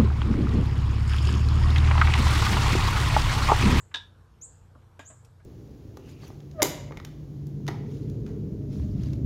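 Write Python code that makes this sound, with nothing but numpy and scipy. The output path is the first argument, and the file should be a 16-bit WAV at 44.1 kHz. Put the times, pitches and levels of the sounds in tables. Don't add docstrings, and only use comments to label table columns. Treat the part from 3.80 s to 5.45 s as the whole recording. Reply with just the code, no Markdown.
import sys
import numpy as np
from scipy import signal
from scipy.fft import rfft, irfft, next_fast_len
from scipy.io import wavfile
from scipy.ndimage import uniform_filter1d, map_coordinates

SR = 44100
rng = np.random.default_rng(int(sys.argv[2]) if len(sys.argv) > 2 else 0)


def inscribe(sig):
    pcm = np.round(np.clip(np.atleast_2d(sig).T, -1, 1) * 32767)
    wavfile.write(sys.argv[1], SR, pcm.astype(np.int16))


N = 72765


def amp(db):
    return 10 ** (np.asarray(db) / 20)


def unit(x):
    return x / np.sqrt(np.mean(x ** 2) + 1e-20)


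def along(points, hz):
    pitches, values = np.transpose(points)
    return np.interp(np.log(hz + 1), np.log(pitches + 1), values)


def wobble(rate):
    return map_coordinates(rng.standard_normal(int(N * rate / SR) + 4), [np.arange(N) * rate / SR])


def filtered(x, response):
    size = next_fast_len(len(x) + SR // 2)
    return irfft(rfft(x, size) * response(np.fft.rfftfreq(size, 1 / SR)), size)[:len(x)]


def add(track, start_s, sound):
    start = round(start_s * SR)
    track[start:start + len(sound)] += sound[:len(track) - start]


def burst(fade_s, response):
    t = np.arange(SR // 2) / SR
    return unit(filtered(rng.standard_normal(len(t)), response)) * amp(-60 * t / fade_s)


def echo_tail(fades):
    hz, t, spectrum = signal.stft(rng.standard_normal(SR), SR, nperseg=256)
    tail = signal.istft(spectrum * amp(-60 * t / along(fades, hz)[:, None]), SR, nperseg=256)[1]
    return tail / np.linalg.norm(tail)


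def bird():
    # share_of_length, pitch_hz, level_db
    chirp_shape = [(0, 5490, -19.5), (.12, 6460, -6), (0.349, 7000, -1), (.62, 7460, -2.5), (.8, 8060, -4),
                   (0.999, 9000, -18.5)]
    # start_s, level_db, length_s, direct_db, first_third_db
    calls = [(-0.05, -51, 0.045, -3, -0.5), (0.611, -42, 0.042, 2, -0.5), (1.246, -45, .05, -6.5, -1.5)]
    share, pitch_hz, shape_db = np.transpose(chirp_shape)
    lead = SR // 10
    out = np.zeros(N + lead)
    for start_s, level_db, length_s, direct_db, first_third_db in calls:
        progress = np.linspace(0, 1, round(length_s * SR))
        phase = 2 * np.pi * np.cumsum(np.interp(progress, share, pitch_hz)) / SR
        whistle = np.sin(phase) + amp(-11.5 - 89.5 * progress) * np.sin(2 * phase)
        opening_db = first_third_db * np.clip((0.33 - progress) * 20, 0, 1)
        loudness = amp(level_db + opening_db + np.interp(progress, share, shape_db))
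        call = loudness * signal.windows.tukey(len(progress), 0.1) * whistle
        far = amp(-1.5) * echo_tail([(1000, 0.42)])
        near = amp(0.5) * echo_tail([(1000, 0.15)])
        at_s = start_s + lead / SR
        add(out, at_s, amp(direct_db) * call)
        add(out, at_s + 0.0032, signal.fftconvolve(call, far + near))
    return out[lead:]


def motor_hum():
    # pitch_hz, level_db
    tones = [(91.5, -58), (118.4, -62.5), (150.7, -67), (209.9, -76.5), (339.1, -78), (484.5, -82)]
    waver_db, waver_radians, wavers_per_s = 2.5, 0.3, 4.9
    out, t = np.zeros(N), np.arange(N) / SR
    for pitch_hz, level_db in tones:
        loudness = np.sqrt(2) * amp(level_db + waver_db * wobble(wavers_per_s))
        phase = 2 * np.pi * (pitch_hz * t + rng.random())
        out += loudness * np.sin(phase + waver_radians * wobble(wavers_per_s))
    return out


def room_noise():
    # pitch_hz, level_db
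    colour = [(15, -57), (25, -18), (50, -3.5), (70, -1.5), (97, -6), (180, -16.5), (252, -19.5),
              (392, -24.5), (443, -17.5), (609, -26), (925, -24), (1590, -28), (1890, -36), (4000, -40),
              (8870, -46), (10500, -48.5), (13500, -47.5)]
    level_db, patch_db = -58.5, 2
    spectrum = signal.stft(rng.standard_normal(N + 512), nperseg=512)[2]
    patches = uniform_filter1d(rng.standard_normal(spectrum.shape), 6, axis=0)
    patches = uniform_filter1d(patches, 14, axis=1)
    noise = signal.istft(spectrum * amp(patch_db * unit(patches)), nperseg=512)[1][:N]
    return amp(level_db) * unit(filtered(noise, lambda hz: amp(along(colour, hz))))


def arm_knocks():
    # start_s, peak_db, fade_s, centre_hz, spread_octaves
    pushes = [(0.113, -48.5, 0.068, 1680, 0.62), (0.952, -50, 0.034, 1116, 0.26),
              (0.955, -48, 0.046, 284, 0.85), (1.02, -65, 0.031, 2500, 0.66),
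              (1.1932, -35, 0.042, 690, 2.36), (1.205, -46, 0.12, 3000, 1.14),
              (1.223, -52, 0.15, 1480, 0.87), (1.3, -47, 0.12, 647, 1.68),
              (1.598, -55.5, 0.085, 1230, 0.73)]
    # pitch_hz, width_hz, level_db
    arm_tones = [(240, 60, -5.5), (630, 77, 2), (907, 66, -5), (1056, 195, -7.5), (1630, 117, -3),
                 (1965, 110, -8.5), (2500, 340, -12), (3080, 200, -11.5), (3690, 270, -13),
                 (5000, 600, -22), (7000, 350, -8.5), (12100, 4000, -25.5)]
    rise_s, snap_db = 0.0017, 12
    out, t = np.zeros(N), np.arange(SR // 2) / SR

    def arm(hz):
        return sum((-1) ** k * amp(db) * 1j * hz * width / (pitch ** 2 - hz ** 2 + 1j * hz * width)
                   for k, (pitch, width, db) in enumerate(arm_tones))

    for start_s, peak_db, fade_s, centre_hz, spread_octaves in pushes:
        rough = burst(fade_s, np.ones_like) * (1 - np.exp(-t / rise_s))
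        snap = amp(snap_db) * (t == 0)
        band = lambda hz: np.exp(-(np.log2((hz + 1) / centre_hz) / spread_octaves) ** 2 / 2)
        knock = filtered(rough + snap, lambda hz: arm(hz) * band(hz))
        add(out, start_s, amp(peak_db) * knock / np.abs(knock).max())
    return out


def steel_clank():
    # start_s, level_db, brightness_db_per_octave
    hits = [(0.1415, -24.5, 1.5), (0.1445, -19, 0.5), (0.1575, -24.5, 4.5), (0.1685, -31, 4),
            (0.1735, -33, 2.5)]
    # pitch_hz, level_db, fade_s
    steel_tones = [(280.3, -21, 0.051), (693, -23, 0.058), (928, -20, 0.14), (1017.4, -21, 0.15),
                   (1366, -20.5, 0.081), (1560, -9, 0.044), (1648, -5.5, 0.066), (1906, -25.5, 0.099),
                   (2960, -15, 0.055), (3110, -14.5, 0.094), (3448, -7, 0.05), (3526, -1.5, .045),
                   (3668, -3, 0.053), (3730, -1, 0.046), (3790, -3.5, 0.046), (5183, -19, 0.055)]
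    # pitch_hz, level_db
    crack_colour = [(120, -57), (250, -23), (808, -13), (977, -12.5), (1130, -19), (1650, -3.5),
                    (2130, -23), (2600, -11), (3710, -10.5), (4300, -12.5), (8870, -33.5), (13500, -65.5)]
    rise_s, scatter_db = 0.0014, 1.5
    out, t = np.zeros(N), np.arange(SR // 2) / SR
    for start_s, hit_db, brightness in hits:
        ring = np.zeros(len(t))
        for pitch_hz, level_db, fade_s in steel_tones:
            gain = amp(level_db + brightness * np.log2(pitch_hz / 3700) + rng.normal(0, scatter_db))
            fall_db = -60 * t / fade_s
            fade = amp(fall_db) + amp(-22 + fall_db / 4.4)
            ring += gain * fade * np.sin(2 * np.pi * pitch_hz * t)
        ring *= 1 - np.exp(-t / rise_s)
        crack = amp(-4) * burst(fade_s=0.045, response=lambda hz: amp(along(crack_colour, hz)))
        add(out, start_s, amp(hit_db) / 2 * (ring + crack))
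    return out


def arm_ticks():
    # start_s, level_db, fade_s
    ticks = [(0.616, -60.5, 0.069), (1.448, -51, 0.05)]
    # pitch_hz, level_db
    colour = [(1000, -24), (2500, 0), (4500, -10), (5300, 0), (7000, -3.5), (11000, -7.5), (13500, -12)]
    out = np.zeros(N)
    for start_s, level_db, fade_s in ticks:
        add(out, start_s, amp(level_db) / 2 * burst(fade_s, lambda hz: amp(along(colour, hz))))
    return out


def garage_echo(sound):
    # pitch_hz, fade_s
    fades = [(200, 0.24), (2000, 0.29), (10000, 0.28)]
    delayed = np.pad(sound, (200, 0))
    return amp(-9.5) * signal.fftconvolve(delayed, echo_tail(fades))[:N]


def scene():
    car = steel_clank() + arm_knocks() + arm_ticks()
    return (car + garage_echo(car) + bird() + motor_hum() + room_noise())[None]


def record(dry):
    top_hz = 13450
    return filtered(dry[0], lambda hz: hz < top_hz)[None]


dry = scene()
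out = record(dry)
inscribe(out)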